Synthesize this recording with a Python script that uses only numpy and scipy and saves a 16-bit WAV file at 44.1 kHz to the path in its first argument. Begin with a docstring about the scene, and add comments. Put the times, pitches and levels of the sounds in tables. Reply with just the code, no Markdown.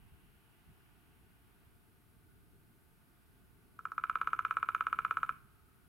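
"""A small woodpecker drums on a dead, dry trunk in a forest: 26 knocks, about 17 a second.
Each strike of the bill rings the wood near 1.3 kHz. The microphone hears it directly, then as echoes
off nearby wood and ground, then as a faint tail from the far trees. Behind the bird lie a low rumble,
soft puffs of wind, outdoor air, a distant rush that dies away early, and a thin hiss.
Rumble and hiss swell during the roll."""
import sys
import numpy as np
from scipy import signal
from scipy.fft import rfft, irfft, next_fast_len
from scipy.io import wavfile
from scipy.ndimage import uniform_filter1d

SR = 44100
rng = np.random.default_rng(int(sys.argv[2]) if len(sys.argv) > 2 else 0)


def unload_audio(sound):
    """Save the sound as a 16-bit wav file, at the path given as the first command line argument."""
    columns = np.transpose(np.atleast_2d(sound))
    # keep every value between -1 and 1, then stretch to whole-number steps
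    steps = np.round(np.clip(columns, -1, 1) * 32767)
    wavfile.write(sys.argv[1], SR, steps.astype(np.int16))


N = 259308


def undb(db):
    """Decibels to gain."""
    return 10 ** (np.asarray(db) / 20)


def waver(rate_hz):
    """Random levels held 1 / rate_hz s and smoothed twice; deviation near 1."""
    hold = int(SR / rate_hz)
    held = np.repeat(rng.standard_normal(N // hold + 1), hold)
    return 1.3 * uniform_filter1d(uniform_filter1d(held, hold), hold)[:N]


def spread(pair, side_db):
    """Mid and side to left and right at equal total power."""
    mid, side = pair[0], pair[1] * undb(side_db)
    return np.array([mid + side, mid - side]) / np.sqrt(1 + undb(side_db) ** 2)


def ambience(spectrum):
    """Noise from all around the microphone, shaped by (frequency [Hz], level [dB]) points; rms 1."""
    # stereo width of the background: (frequency [Hz], side against mid [dB])
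    width = [(60, -1), (110, -2), (200, 0.5), (380, -4.5), (700, -12), (1290, -1), (2380, -1.5),
             (4400, -0.5), (8120, -10), (15000, -1)]
    width_hz, width_db = np.transpose(width)
    hz, db = np.transpose(spectrum)
    size = next_fast_len(N)
    log_hz = np.log(np.maximum(np.fft.rfftfreq(size, 1 / SR), 1))
    gain = undb(np.interp(log_hz, np.log(hz), db, left=-np.inf, right=-np.inf))
    side_db = np.interp(log_hz, np.log(width_hz), width_db)
    white = rfft(rng.standard_normal((2, size)))
    noise = irfft(spread(white, side_db) * gain, size)[:, :N]
    return noise / noise.std()


def swell(t, start_s=3.84, rise_s=0.53, end_s=5.32, fall_s=0.085):
    """Curve within 0 to 1 that rises while the bird drums and drops back when it stops."""
    rise = 1 - np.exp(-np.maximum(t - start_s, 0) / rise_s)
    return rise * np.clip(1 - (t - end_s) / fall_s, 0, 1)


def rumble(t, level_db=-66, swell_db=6.5, waver_db=0.7):
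    """Low, wide outdoor rumble that wavers and swells during the roll."""
    # spectrum of the rumble: (frequency [Hz], relative level [dB])
    spectrum = [(12, -52), (20, -10.5), (43, -3.5), (64, -1.5), (92, -2.5), (160, -5), (270, -11.5),
                (365, -13), (426, -14), (471, -23), (600, -31.5), (780, -40), (1320, -120)]
    return ambience(spectrum) * undb(level_db + swell_db * swell(t) + waver_db * waver(rate_hz=7))


def wind(t):
    """Soft puffs of wind, felt at the microphone only in the deep bass."""
    # spectrum of the wind: (frequency [Hz], relative level [dB])
    spectrum = [(25, -3), (60, -1.5), (130, -3), (220, -10.5), (350, -36.5)]
    # single puffs: (peak time [s], half-length [s], level [dB])
    puffs = [(0.023, 0.061, -60.5), (.135, 0.017, -56), (.26, 0.034, -63), (0.696, 0.031, -58.5),
             (2.158, 0.084, -70), (4.47, 0.037, -64.5), (5.21, 0.027, -59), (5.447, 0.019, -62)]
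    envelope = sum(undb(db) * np.exp(-((t - peak_s) / half_s) ** 2) for peak_s, half_s, db in puffs)
    return ambience(spectrum) * envelope


def air(level_db=-74.5, waver_db=0.5):
    """The open air of the place: a quiet midrange bed that wavers slightly."""
    # spectrum of the outdoor air: (frequency [Hz], relative level [dB])
    spectrum = [(480, -21), (580, -12.5), (720, -2), (810, -11.5), (880, 0), (970, -11), (1100, -5),
                (1250, -2), (1340, -6), (1450, 2), (1700, -8), (2700, -9.5), (6000, -22.5), (9000, -36)]
    return ambience(spectrum) * undb(level_db + waver_db * waver(rate_hz=3.94))


def distant_rush(t, start_db=-75.5, sink_db_per_s=2, end_s=1.67, fade_s=0.08):
    """A rush far from the microphone sinks slowly, then dies away."""
    # spectrum of the rush: (frequency [Hz], relative level [dB])
    spectrum = [(400, -40), (700, -4), (1300, -4.5), (2200, -6), (2850, -1.5), (3500, -13), (5000, -28)]
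    fade = np.exp(-np.maximum(t - end_s, 0) / fade_s)
    return ambience(spectrum) * undb(start_db - sink_db_per_s * t) * fade


def hiss(t, level_db=-77, swell_db=5):
    """Thin, smooth hiss that swells during the roll."""
    # spectrum of the hiss: (frequency [Hz], relative level [dB])
    spectrum = [(4000, -9.5), (6200, -14.5), (7500, -10), (9000, -4.5), (11000, -1), (13000, -1.7),
                (16000, -4.5)]
    return ambience(spectrum) * undb(level_db + swell_db * swell(t))


def strikes(roll_s=3.97935, count=23, first_gap_s=0.058314, slowing_s=0.000126):
    """Blows of the bill as (time [s], strength [dB]): three taps run into a roll that slows a little."""
    # trial taps before the roll: (time [s], strength [dB])
    taps = [(3.7901, -15), (3.8529, -6), (3.9177, -10.5)]
    k = np.arange(count)
    since_s = k * first_gap_s + slowing_s * k * (k - 1) / 2
    # the roll starts soft, builds to full strength and eases off at the very end
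    full_db = 0.29
    build_db = -2.6 * np.exp(-since_s / 0.12)
    ease_db = -1.2 * np.exp((since_s - since_s[-1]) / 0.039)
    return taps + list(zip(roll_s + since_s, full_db + build_db + ease_db))


def trunk(hz, uneven_db=3.5, stages=3):
    """Response of the wood: neighbouring modes swing against each other and take a few cycles to swell."""
    # resonances of the trunk: (frequency [Hz], width of one stage [Hz], level [dB])
    modes = [(441, 246, -15), (1072, 201, 8.9), (1295.3, 254, 17), (1466, 426, 6.5), (2343, 1150, -12),
             (2348, 340, -0.2), (2790, 500, -13.5), (3500, 280, -27.5), (3910, 500, -25),
             (5300, 300, -39.5), (6360, 460, -30.5), (7690, 280, -35.5)]
    response, s = 0, 1j * hz
    for k, (centre, width, db) in enumerate(modes):
        resonance = s * width / (centre ** 2 + s * s + s * width)
        # short waves in the wood depend most on where the bill lands
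        chance_db = uneven_db * (centre / modes[-1][0]) * rng.standard_normal()
        response = response + (-1) ** k * undb(db + chance_db) * resonance ** stages
    return response


def stem_thud(hz):
    """Response of the whole stem, which gives a little under the blow."""
    # weak low modes of the stem: (frequency [Hz], width [Hz], level [dB])
    modes = [(260, 31, -17.5), (451, 15, -26), (624, 12.5, -20), (750, 71, -21), (843, 41, -11)]
    return sum((-1) ** k * undb(db) * width * centre / (centre ** 2 - hz ** 2 + 1j * hz * width)
               for k, (centre, width, db) in enumerate(modes))


def shelf(hz, db, from_hz=1600, to_hz=2300):
    """Gain that lifts or lowers everything above the main ring of the wood."""
    return undb(db * np.clip((hz - from_hz) / (to_hz - from_hz), 0, 1))


def bill_tick(size, press_s=0.0013, top_hz=8500):
    """A tiny crunch of wood fibres as the bill tip presses in and lets go."""
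    t = np.arange(size) / SR
    contact = t / press_s * np.exp(1 - t / press_s)
    soften = signal.butter(1, top_hz, fs=SR, output="sos")
    return signal.sosfilt(soften, rng.standard_normal(size)) * contact


def drumming(size=4096, detune=0.0037, tick_db=-59):
    """The woodpecker, close up: each strike rings the trunk, and a harder one is brighter."""
    knocks = np.zeros(N + size)
    hz = np.fft.rfftfreq(size, 1 / SR)
    thud = stem_thud(hz)
    for time, db in strikes():
        bright_db = -0.5 + 0.66 * db + 0.5 * rng.standard_normal()
        # the bill never lands on quite the same spot
        wood = trunk(hz * (1 + detune * rng.standard_normal())) * shelf(hz, bright_db)
        start, fraction = divmod(time * SR, 1)
        ring = irfft((wood + thud) * np.exp(-2j * np.pi * hz * fraction / SR))
        # a light tap rings the wood less, but the tip still clicks
        tick = undb(tick_db + 0.25 * db) * bill_tick(size)
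        knocks[int(start):int(start) + size] += undb(db) * ring + tick
    return knocks[:N]


def near_echoes(size):
    """Impulse response at the microphone: the direct sound, then echoes off nearby wood and ground."""
    # distinct reflections: (delay [s], left level [dB], right level [dB], brightness [dB])
    echoes = [(0.00202, -22.5, -39.5, 8), (0.00323, -17.5, -25, -1), (0.00433, -15, -20, -17),
              (0.00617, -21.5, -16, -1.5), (0.00668, -18, -16.5, -0.5), (0.00909, -24, -17.5, -5),
              (0.0108, -20.9, -23, -14), (0.01522, -17.5, -14.5, -9), (0.01747, -22, -18, -4),
              (0.0319, -32, -26, 10)]
    hz = np.fft.rfftfreq(size, 1 / SR)
    paths = 1
    for delay_s, left_db, right_db, bright_db in echoes:
        gain = undb([[left_db], [right_db]]) * shelf(hz, bright_db)
        paths = paths + gain * np.exp(-2j * np.pi * hz * delay_s)
    return irfft(paths)


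def tree_scatter(size):
    """Countless faint reflections: twigs return the treble early, far trees a faint, long wash."""
    # diffuse tails: (delay [s], time to fall 60 dB [s], level before the band-pass [dB],
    # side against mid [dB], low edge [Hz], high edge [Hz])
    tails = [(.002, 0.12, -8.5, -3.5, 2640, 6940), (0.026, 0.36, -12.5, -1, 1950, 5700),
             (0.027, .3, -19.5, -7, 900, 2800), (0.06, 3.2, -35, -3.5, 800, 2800)]
    response = 0
    for delay_s, t60, db, side_db, low_hz, high_hz in tails:
        t = np.arange(size) / SR - delay_s
        decay = (t > 0) * np.exp(-np.log(1000) * np.maximum(t, 0) / t60)
        tail = spread(rng.standard_normal((2, size)), side_db) * decay
        tail = tail * undb(db) / np.sqrt(np.sum(tail ** 2) / 2)
        band = signal.butter(2, [low_hz, high_hz], "bandpass", fs=SR, output="sos")
        response = response + signal.sosfilt(band, tail)
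    return response


def forest(source, size=65536):
    """The way from trunk to microphone: direct sound, near echoes and scatter from the trees."""
    response = near_echoes(size) + tree_scatter(size)
    return signal.fftconvolve(source[None], response[:, :size - size // 8], axes=1)[:, :N]


def scene():
    """The woodpecker among the trees, over the quiet background of the place."""
    t = np.arange(N) / SR
    return forest(drumming()) + rumble(t) + wind(t) + air() + distant_rush(t) + hiss(t)


def record(dry):
    """The recorder cuts the top steeply above 15.85 kHz."""
    return signal.sosfilt(signal.ellip(12, 0.1, 70, 15850, fs=SR, output="sos"), dry)


dry = scene()
out = record(dry)
unload_audio(out)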